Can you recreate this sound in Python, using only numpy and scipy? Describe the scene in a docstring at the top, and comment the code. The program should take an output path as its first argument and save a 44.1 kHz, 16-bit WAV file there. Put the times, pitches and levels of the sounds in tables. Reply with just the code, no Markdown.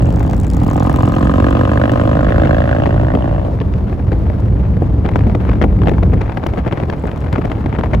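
"""A V-twin motorcycle engine booms and barks, heard from the passenger seat on a country road.
It shifts up, pulls hard for three seconds, shifts again with a few clicks and cruises on a nearly
shut throttle. Each firing of its two cylinders rings the exhaust pipes and lets out a hiss of gas.
A faint dry ticking fades early and returns briefly near 7 s. Wind rumbles on the microphone throughout
and, once the engine eases, slaps its two openings (the left and right ports) in ragged buffets."""
import sys
import numpy as np
from scipy import signal
from scipy.fft import rfft, irfft
from scipy.io import wavfile
from scipy.ndimage import uniform_filter1d

SR = 44100
rng = np.random.default_rng(int(sys.argv[2]) if len(sys.argv) > 2 else 0)


def transcribe(signal):
    """Save signal, clipped to [-1, 1], as a 16-bit WAV file at the path in sys.argv[1]."""
    frames = np.atleast_2d(signal).T
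    limited = np.clip(frames, -1, 1)
    pcm = np.round(limited * 32767).astype(np.int16)
    wavfile.write(sys.argv[1], SR, pcm)


N = 352800
TIME, FREQS = np.arange(N) / SR, np.fft.rfftfreq(N, 1 / SR)
MID_SPEED = 25  # cycles a second; exhaust pitches and levels are given at this speed

# how fast the engine runs; a cycle is two crank turns (time [s], speed [cycles/s])
ENGINE_SPEED = [(0, 24.5), (.18, 24.85), (.35, 21.85), (.6, 21.1), (.9, 21.9), (1.2, 22.85), (1.4, 23.42),
                (2.1, 25.75), (2.7, 27.63), (3, 28.47), (3.5, 29.16), (3.95, 22.64), (6.1, 20.98),
                (8, 20.08)]
def engine():
    """Two cylinders fire 315 and 405 crank degrees apart, and a valve clacks once a cycle."""
    speed, = curves(ENGINE_SPEED)
    cycles = np.cumsum(speed) / SR + .0005 * wander(12)
    front = pulses(cycles, at=.115, uneven_db=1.35)
    rear = pulses(cycles, at=.5525, uneven_db=1.35)
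    valve = .45 * pulses(cycles, at=.755, uneven_db=1.35)
    return exhaust(front, rear, valve, speed) + escaping_gas(front + rear)


# the tones the pipes ring at (pitch [Hz], width [Hz], relative level [dB], left minus right [dB])
BOOM_TONES = [(70.2, 37, -3, 1), (127.2, 54.6, -0.5, -2), (179.3, 156, -8.5, -2.5), (241.7, 173, -5, -4),
              (306.3, 120, -5, -4)]
BARK_TONES = [(537, 147, 6.5, -1.9), (658, 250, -0.5, 0.96)]
HONK_TONES = [(795, 180, 0, -1.8)]
BLARE_TONES = [(910, 200, 0, 0.26), (1092, 230, -2, 2)]
RING_TONES = [(1050, 147, 0.5, 4), (1254, 110, -2, -2)]
RASP_TONES = [(1402, 100, -2, -4.5), (1657, 460, 1.5, -4.5)]
BUZZ_TONES = [(2710, 510, 5.5, 8.2), (3300, 540, -3.5, 11)]
# how loud three of these voices are (time [s], level [dB])
BARK_LEVEL = [(0, -27), (.3, -31), (.43, -46), (.6, -29.5), (.85, -24.5), (1.1, -24.5), (1.4, -19.5),
              (1.9, -18.5), (2.75, -18.5), (3.1, -23.5), (3.45, -25), (3.56, -36.5), (4, -41), (8, -45.5)]  # builds in the pull, drops at each shift
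HONK_LEVEL = [(0, -33), (.3, -28), (.42, -55), (.6, -27), (.9, -24), (1.4, -33), (2, -30.5), (3.4, -35.5),
              (3.55, -52.5)]  # hollow, strongest on part throttle
BLARE_LEVEL = [(2.2, -57), (2.8, -31.5), (3.2, -32.5), (3.42, -36.5), (3.55, -52), (3.7, -63.5)]  # clear, at the top of the revs
# the exhaust reaches the left port first (frequency [Hz], phase lag on the right [radians])
EXHAUST_LAG = [(100, 0), (300, 0.49), (430, 1.8), (550, 1.9), (780, 1.9), (1050, 1.25), (1350, 1.34),
               (2000, 2), (3000, 5), (5000, -8.5)]
def exhaust(front, rear, valve, speed):
    """The firings ring the pipes in seven voices, from a low boom to a high buzz."""
    hot = (speed / MID_SPEED) ** .48  # faster running heats the gas, which raises the pitch
    warm = hot ** .2 * (1 + .009 * wander(25))  # cavities beyond the first pipes heat up less
    ragged = .29 - .035 * (speed - MID_SPEED)  # slow running is rougher
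    boom = pipe(front + .92 * rear, BOOM_TONES, warm, rough=.24, puff_s=.0094, dull_db=5)
    bark = pipe(front + .82 * rear, BARK_TONES, hot, rough=.07, puff_s=.003, dull_db=10)
    honk = pipe(front + .7 * rear, HONK_TONES, warm, rough=.33, puff_s=.003)
    blare = pipe(front + .8 * rear, BLARE_TONES, warm, rough=.07, puff_s=.002)
    ring = pipe(front + .85 * rear, RING_TONES, warm, rough=ragged, puff_s=.003, dull_db=6)
    rasp = flutter(db=1.5, hz=30) * pipe(.72 * front + rear, RASP_TONES, warm, rough=.62, puff_s=.0028)
    buzz = flutter(db=3, hz=30)
    buzz = buzz * pipe(.8 * front + rear + valve, BUZZ_TONES, warm, rough=.75, puff_s=.0025)
    left, right = (boom * effort(open_db=-16.5, shut_loss_db=8.6, speed_db=-.97)
                   + bark * amp(curves(BARK_LEVEL)[0])
                   + honk * amp(curves(HONK_LEVEL)[0])
                   + blare * amp(curves(BLARE_LEVEL)[0])
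                   + ring * effort(open_db=-27.5, shut_loss_db=53, speed_db=-2)
                   + rasp * effort(open_db=-30.5, shut_loss_db=53, speed_db=.34)
                   + buzz * effort(open_db=-42, shut_loss_db=46, speed_db=-.27))
    return np.array([left, filtered(right, np.exp(-1j * per_frequency(EXHAUST_LAG)))])


# the rider's throttle: a dip, wide open, then eased off (time [s], opening [0-1])
THROTTLE = [(0, 0.71), (.3, 0.69), (.43, 0.34), (.6, 0.7), (.85, 0.9), (1.25, 0.97), (1.5, 1), (2.75, 1),
            (3.1, 0.86), (3.46, 0.7), (3.54, 0.3), (4, 0.03), (8, 0)]
def effort(open_db, shut_loss_db, speed_db):
    """A voice fades as the throttle shuts, and changes by speed_db for each extra cycle a second."""
    shut, speed = 1 - curves(THROTTLE)[0], curves(ENGINE_SPEED)[0]
    return amp(open_db - shut_loss_db * shut + speed_db * (speed - MID_SPEED))


def pipe(firings, tones, pitch_factor, rough, puff_s, dull_db=0):
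    """Clean pulses and rough puffs ring a pipe; a shut throttle dulls it by dull_db an octave."""
    rough, shut = np.clip(rough, 0, 1), 1 - curves(THROTTLE)[0]
    drive = (1 - rough) * normalized(firings) + rough * normalized(puffs(firings, puff_s))
    clock, sound = np.cumsum(pitch_factor) / SR, 0
    for k, (hz, width, db, side_db) in enumerate(tones):
        spin = np.exp(2j * np.pi * hz * clock)
        decay = np.exp(-np.pi * width / SR)
        # shift the tone down to 0 Hz, smooth twice, shift back
        lowered = drive * spin.conj() + 1e-18
        ringing = spin * signal.lfilter([(1 - decay) ** 2], [1, -2 * decay, decay ** 2], lowered)
        gain = amp(db - dull_db * shut * np.log2(hz / tones[0][0]))
        sound = sound + (-1) ** k * panned(side_db) * gain * ringing.real
    return normalized(sound - sound.mean())


# the tone colour of hissing gas and of rushing air (frequency [Hz], relative level [dB])
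HISS_COLOUR = [(700, -1), (1500, 4), (2800, 5), (4200, 0), (5500, -9), (7300, -10), (11000, -24.5),
               (16000, -21)]
RUSH_COLOUR = [(120, -27), (250, 1), (400, -1.5), (600, -2), (1000, -10), (2000, -24.5), (3000, -31),
               (5000, -38.5), (8000, -48), (12000, -46.5), (16000, -52)]
def escaping_gas(firings):
    """Each firing lets out a hiss, and an open throttle adds a broad roar."""
    age = TIME[:SR // 20]
    spurt = np.exp(-age / .005) - np.exp(-age / .001)
    outflow = normalized(signal.oaconvolve(firings, spurt)[:N])
    hiss = air(HISS_COLOUR, lean_left=.93, force=outflow + .06)
    roar = air(RUSH_COLOUR, lean_left=.95)
    return (hiss * effort(open_db=-43.5, shut_loss_db=40, speed_db=-.81)
            + roar * effort(open_db=-27.5, shut_loss_db=28, speed_db=-.5))


# how hard the wind rumbles (time [s], level [dB])
RUMBLE_LEVEL = [(0, -13.5), (.4, -12.5), (.75, -15.5), (1.1, -13), (2, -16), (2.8, -12.5), (3.85, -16),
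                (4.9, -12), (5.3, -11), (6.17, -11), (6.26, -18.5), (7.15, -22), (8, -14.5)]
# its deep tone colour (frequency [Hz], relative level [dB])
RUMBLE_COLOUR = [(12, -31.5), (20, -31), (53, 0.5), (97, -2), (115, -1.5), (135, -10), (200, -8),
                 (236, -18.5), (270, -17.5), (355, -21.5), (520, -27), (680, -74.5), (1140, -120)]
def wind():
    """Swirls of air tumble over the microphone, above a fluttering rush of air and tyres."""
    rumble = air(RUMBLE_COLOUR, lean_left=.8) * amp(curves(RUMBLE_LEVEL)[0])
    rumble *= flutter(db=-.5, hz=1.4) * flutter(db=.83, hz=78)  # slow gusts, quick swirls
    rush = amp(-31) * flutter(db=2, hz=60) * air(RUSH_COLOUR, lean_left=.5)
    return rumble + rush


# big slaps of wind (time [s], relative crackle [dB], relative thump [dB], length [s])
BIG_BUFFETS = [(0.329, -16.5, -18, 0.011), (1.924, -17, -12, 0.007), (2.286, -13.5, -16, 0.018),
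               (2.446, -13.5, -15, 0.02), (2.856, -15, -14, 0.012), (3.137, -25, -13, .009),
               (3.149, -16.5, -10, 0.009), (3.611, -21, -13.5, 0.008), (3.926, -20, -19.5, 0.006),
               (3.995, -23, -19, .007), (4.117, -19, -13, 0.012), (4.299, -20, -13.5, 0.0058),
               (4.768, -24, -16, .007), (4.82, -25, -10.5, .008), (5.047, -15.5, -16, 0.018),
               (5.087, -12, -17, 0.007), (5.157, -7, -10.5, 0.0084), (5.187, -19, -16, .008),
               (5.264, -19, -10, 0.01), (5.296, -20, -19, .006), (5.348, -16, -10.5, .008),
               (5.489, -19, -19, 0.008), (5.514, -17, -18, .008), (5.531, -17, -18, .009),
               (5.613, -8.5, -10.5, 0.017), (5.637, -14, -9, .014), (5.817, -13.5, -17, .0065),
               (5.833, -20, -12, .007), (5.857, -23, -13, .006), (5.869, -12, -12.5, .012),
               (5.881, -12, -12, .012), (5.913, -26, -11, .008), (5.98, -22, -15, .008),
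               (6.027, -16, -11.5, 0.0098), (6.129, -17, -16, 0.02), (6.208, -18, -25, 0.014),
               (6.292, -19, -22, .011), (6.372, -11, -15, 0.007), (6.4365, -14, -13.5, 0.005),
               (6.463, -8.5, -11.5, 0.0075), (6.536, -19, -20, .006), (6.571, -18, -17, .02),
               (6.66, -23, -15, .012), (6.71, -22, -19, .006), (6.724, -12.5, -14, .011),
               (6.798, -19, -19, .012), (6.825, -19, -15.5, .008), (6.833, -18, -20, .006),
               (6.897, -15, -24.5, 0.006), (6.923, -20, -24, .024), (7.037, -22, -13.5, 0.007),
               (7.054, -21, -18, .006), (7.222, -21, -21, .007), (7.24, -21, -19, .009),
               (7.328, -12, -13.5, 0.0088), (7.354, -18, -20, .014), (7.379, -19.5, -14, .012),
               (7.448, -19, -11, .007), (7.499, -22, -21, .007), (7.513, -14.5, -20, 0.009),
               (7.659, -19, -19, .012), (7.724, -19, -18, .01), (7.785, -14, -16, 0.013),
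               (7.832, -16, -19.5, 0.018), (7.931, -12.5, -17, .02)]
# the tone colour of a slap's two parts (frequency [Hz], relative level [dB])
THUMP_COLOUR = [(60, -7), (130, 8.5), (260, 7.5), (400, 2.5), (600, -4), (900, -12), (1800, -55)]
CRACKLE_COLOUR = [(300, 4), (600, 8), (1100, 3), (2200, -5), (3200, -15.5), (5000, -29), (8000, -39),
                  (15000, -57)]
def buffets():
    """Swirls of air burst on the microphone: each one thumps, crackles and dies."""
    tear, push = np.zeros((2, N))
    for s, crackle_db, thump_db, length in BIG_BUFFETS + small_buffets():
        start = round(s * SR)
        age = (TIME[start:][:SR // 8] - TIME[start]) / length  # in buffet lengths
        tear[start:][:len(age)] += amp(crackle_db) * np.minimum(5 * age, 1) * np.exp(-2 * age ** 2)
        push[start:][:len(age)] += amp(thump_db) * 2 * age * np.exp(-1.8 * age)
    tiny_swirls = normalized(amp(7 * np.minimum(wander(35), 2.2)))  # these fill the gaps
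    tear += amp(curves(CHOPPINESS)[0] - 8) * tiny_swirls
    # hold the strength of both noises steady, so every buffet lands with its full weight
    spikes = flutter(db=5.2, hz=390)
    spikes /= np.sqrt(uniform_filter1d(spikes ** 2, size=500) + 1e-9)
    churn = air(THUMP_COLOUR, lean_left=1.6)
    churn /= np.sqrt(uniform_filter1d((churn ** 2).mean(0), size=500) + 1e-9)
    crackle = air(CRACKLE_COLOUR, lean_left=1.16, force=tear * spikes)
    return amp(-2) * crackle + amp(6.5) * push * churn


# how choppy the air is (time [s], relative level [dB])
CHOPPINESS = [(0, -28.5), (3.5, -32.5), (4.95, -35), (5.1, -29), (6.2, -27.5), (6.6, -26), (7.2, -26),
              (8, -25)]
def small_buffets(per_second=26, spread_db=2.5, length_s=.0065):
    """Choppy air adds small slaps at random moments, in rows like those of the big ones."""
    chance = rng.random((int(TIME[-1] * per_second), 4))
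    times = (np.arange(len(chance)) + chance[:, 0]) / per_second
    scatter_db = spread_db * np.sqrt(12) * (chance[:, 1:3].T - .5)
    crackle_db, thump_db = np.interp(times, *np.transpose(CHOPPINESS)) + scatter_db
    return list(zip(times, crackle_db, thump_db + 2, length_s * (.5 + chance[:, 3])))


# cracks in the hardest buffets (time [s], relative level [dB])
WIND_CRACKS = [(2.8644, -18), (3.1517, -17.5), (4.118, -27), (4.13, -19.5), (5.0622, -18.5), (5.0878, -20),
               (5.1366, -22.5), (5.1587, -23), (5.1906, -23), (5.351, -14.5), (5.4957, -14.5),
               (5.5369, -20), (5.6273, -12), (5.646, -24), (5.8358, -27), (5.8592, -26), (5.8945, -10),
               (6.0327, -16.5), (6.2113, -21), (6.2174, -14.5), (6.3712, -15.5), (6.4668, -13.5),
               (6.678, -19), (6.7241, -18.5), (6.9005, -12.5), (7.1154, -18), (7.3275, -10.5), (7.455, -15),
               (7.518, -12.5), (7.9482, -10.5)]
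# their tone colour (frequency [Hz], relative level [dB])
CRACK_COLOUR = [(150, 4), (450, 9), (900, 2.5), (1800, 0.5), (3000, -6.5), (5000, -21), (8000, -34.5),
                (16000, -43)]
def wind_cracks():
    """Short bursts give the crack of wind overloading a port, mostly the left one."""
    return amp(-.5) * panned(db=7.5) * bursts(WIND_CRACKS, CRACK_COLOUR, decay_s=.0012)


# clicks during the second shift (time [s], level [dB])
GEAR_CLICKS = [(3.6026, -26), (3.6122, -31), (3.617, -30), (3.7385, -27.5)]
# their tone colour (frequency [Hz], relative level [dB])
CLICK_COLOUR = [(700, -3), (1700, 7.5), (3000, 2), (5200, -13), (6800, -19), (8500, -38), (16000, -44)]
def gearbox():
    """Metal clicks crisply on the left as the next gear goes in."""
    return panned(db=11.5) * bursts(GEAR_CLICKS, CLICK_COLOUR, decay_s=.0011)


# scattered sharp snaps, and a short run of faint dry ticks near 7 s (time [s], relative level [dB])
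SNAPS_AND_TICKS = [(1.506, -32), (1.919, -25), (4.188, -43), (4.404, -36.5), (4.775, -48), (5.0878, -36),
                   (6.4682, -25), (6.997, -42), (7.025, -41), (7.071, -38), (7.162, -42), (7.178, -43),
                   (7.206, -38), (7.224, -45), (7.252, -45), (7.33, -33)]
# the bright tone colour of ticks and snaps (frequency [Hz], gain [dB])
TICK_COLOUR = [(1500, -22), (2900, -2), (5000, -1.5), (7500, 2), (11000, -8), (15500, -7)]
def ticking():
    """Paired dry ticks quicken, swell and fade; then come scattered snaps and a short run of ticks."""
    cycles = np.cumsum(28.5 + 2.7 * TIME) / SR  # from 28.5 pairs a second
    level_db = -44.5 + 14 * np.minimum(TIME - .47, 0) - 13.5 * np.maximum(TIME - .81, 0)
    pairs = pulses(cycles, at=.63, uneven_db=2.1) + .6 * pulses(cycles, at=1.01, uneven_db=2.1)
    snaps_and_ticks = np.zeros(N)
    for s, db in SNAPS_AND_TICKS:
        snaps_and_ticks[round(s * SR)] = amp(db + 6)
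    colour = amp(per_frequency(TICK_COLOUR))
    early_ticks = normalized(filtered(puffs(pairs, decay_s=.0009), colour))
    return amp(level_db) * early_ticks + filtered(puffs(snaps_and_ticks, decay_s=.0004), colour)


# how alike the wind is at the two ports (frequency [Hz], likeness [0-1])
PORT_LIKENESS = [(60, 0.94), (200, 0.93), (400, 0.68), (900, 0.32), (1400, 0.27), (2000, 0.58),
                 (5500, 0.25), (7000, 1), (16000, 1)]
# the left port catches more wind (frequency [Hz], left minus right at lean_left=1 [dB])
LEFT_EXCESS = [(200, 0), (450, 0.5), (800, 7.5), (2000, 5), (5500, 7), (7000, -0.5)]
def air(colour, lean_left, force=1):
    """Churning air makes noise that is partly alike at the two ports and stronger on the left."""
    left, other = rfft(rng.standard_normal((2, N)) * force)
    alike = per_frequency(PORT_LIKENESS)
    right = alike * left + np.sqrt(1 - alike ** 2) * other
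    gains = amp(per_frequency(colour)) * panned(lean_left * per_frequency(LEFT_EXCESS))
    return irfft(np.array([left, right]) * normalized(gains), N)


def bursts(rows, colour, decay_s):
    """A sudden, quickly dying noise for each row (time [s], level [dB])."""
    sound, fall = np.zeros(N), np.exp(-TIME[:SR // 50] / decay_s)
    for s, db in rows:
        burst = normalized(rng.standard_normal(len(fall)) * fall) * np.sqrt(np.mean(fall ** 2))
        sound[round(s * SR):][:len(fall)] += amp(db) * burst
    return filtered(sound, normalized(amp(per_frequency(colour))))


def pulses(cycles, at, uneven_db):
    """One kick of slightly random size at the same fraction of every cycle."""
    count = np.floor(cycles - at)
    return np.diff(count, prepend=count[0]) * amp(uneven_db * rng.standard_normal(N))


def puffs(kicks, decay_s):
    """A dying puff of noise after each kick."""
    return signal.lfilter([1], [1, -np.exp(-1 / (decay_s * SR))], kicks) * rng.standard_normal(N)


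def wander(hz):
    """A smooth random wobble, up to about the given rate."""
    return normalized(filtered(rng.standard_normal(N), np.exp(-(FREQS / hz) ** 2)))


def flutter(db, hz):
    """A gain that wobbles at random by about db."""
    return amp(db * wander(hz))


def amp(db):
    """Decibels to gain."""
    return 10 ** (np.asarray(db) / 20)


def normalized(x):
    """Scales to an average strength (rms) of one."""
    return x / np.sqrt(np.mean(x ** 2) + 1e-20)


def curves(rows):
    """Each column of a time table, at every sample."""
    times, *columns = np.transpose(rows)
    return [np.interp(TIME, times, column) for column in columns]


def per_frequency(rows):
    """A frequency table filled in between its rows, on a log axis."""
    hz, value = np.transpose(rows)
    return np.interp(np.log(FREQS + 1), np.log(hz + 1), value)


def filtered(x, response):
    """Gives each frequency its own gain and phase."""
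    return irfft(rfft(x) * response, N)


def panned(db):
    """Left and right gains, with the left louder by db."""
    return amp(np.array([db, -db]).reshape(2, -1) / 2)


def scene():
    """The motorcycle and the wind at the two ports."""
    return engine() + gearbox() + ticking() + wind() + buffets() + wind_cracks()


# in the treble the right side is out of step with the left (frequency [Hz], phase [radians])
RIGHT_TREBLE_PHASE = [(6000, 0), (7800, .5), (9100, 3.14), (10200, 5.8), (12000, 6.8), (13300, 9.42),
                      (14500, 12.1), (16000, 13)]
def record(dry):
    """The right side's treble drifts out of phase with the left; the microphone rounds off peaks and cuts above
    15.9 kHz."""
    ports = np.array([dry[0], filtered(dry[1], np.exp(1j * per_frequency(RIGHT_TREBLE_PHASE)))])
    rounded = ports / (1 + abs(ports) ** 6) ** (1 / 6)
    treble_cut = signal.firwin(511, 15900, window=("kaiser", 9), fs=SR)
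    return signal.oaconvolve(rounded, treble_cut[None], "same")


dry = scene()
out = record(dry)
transcribe(out)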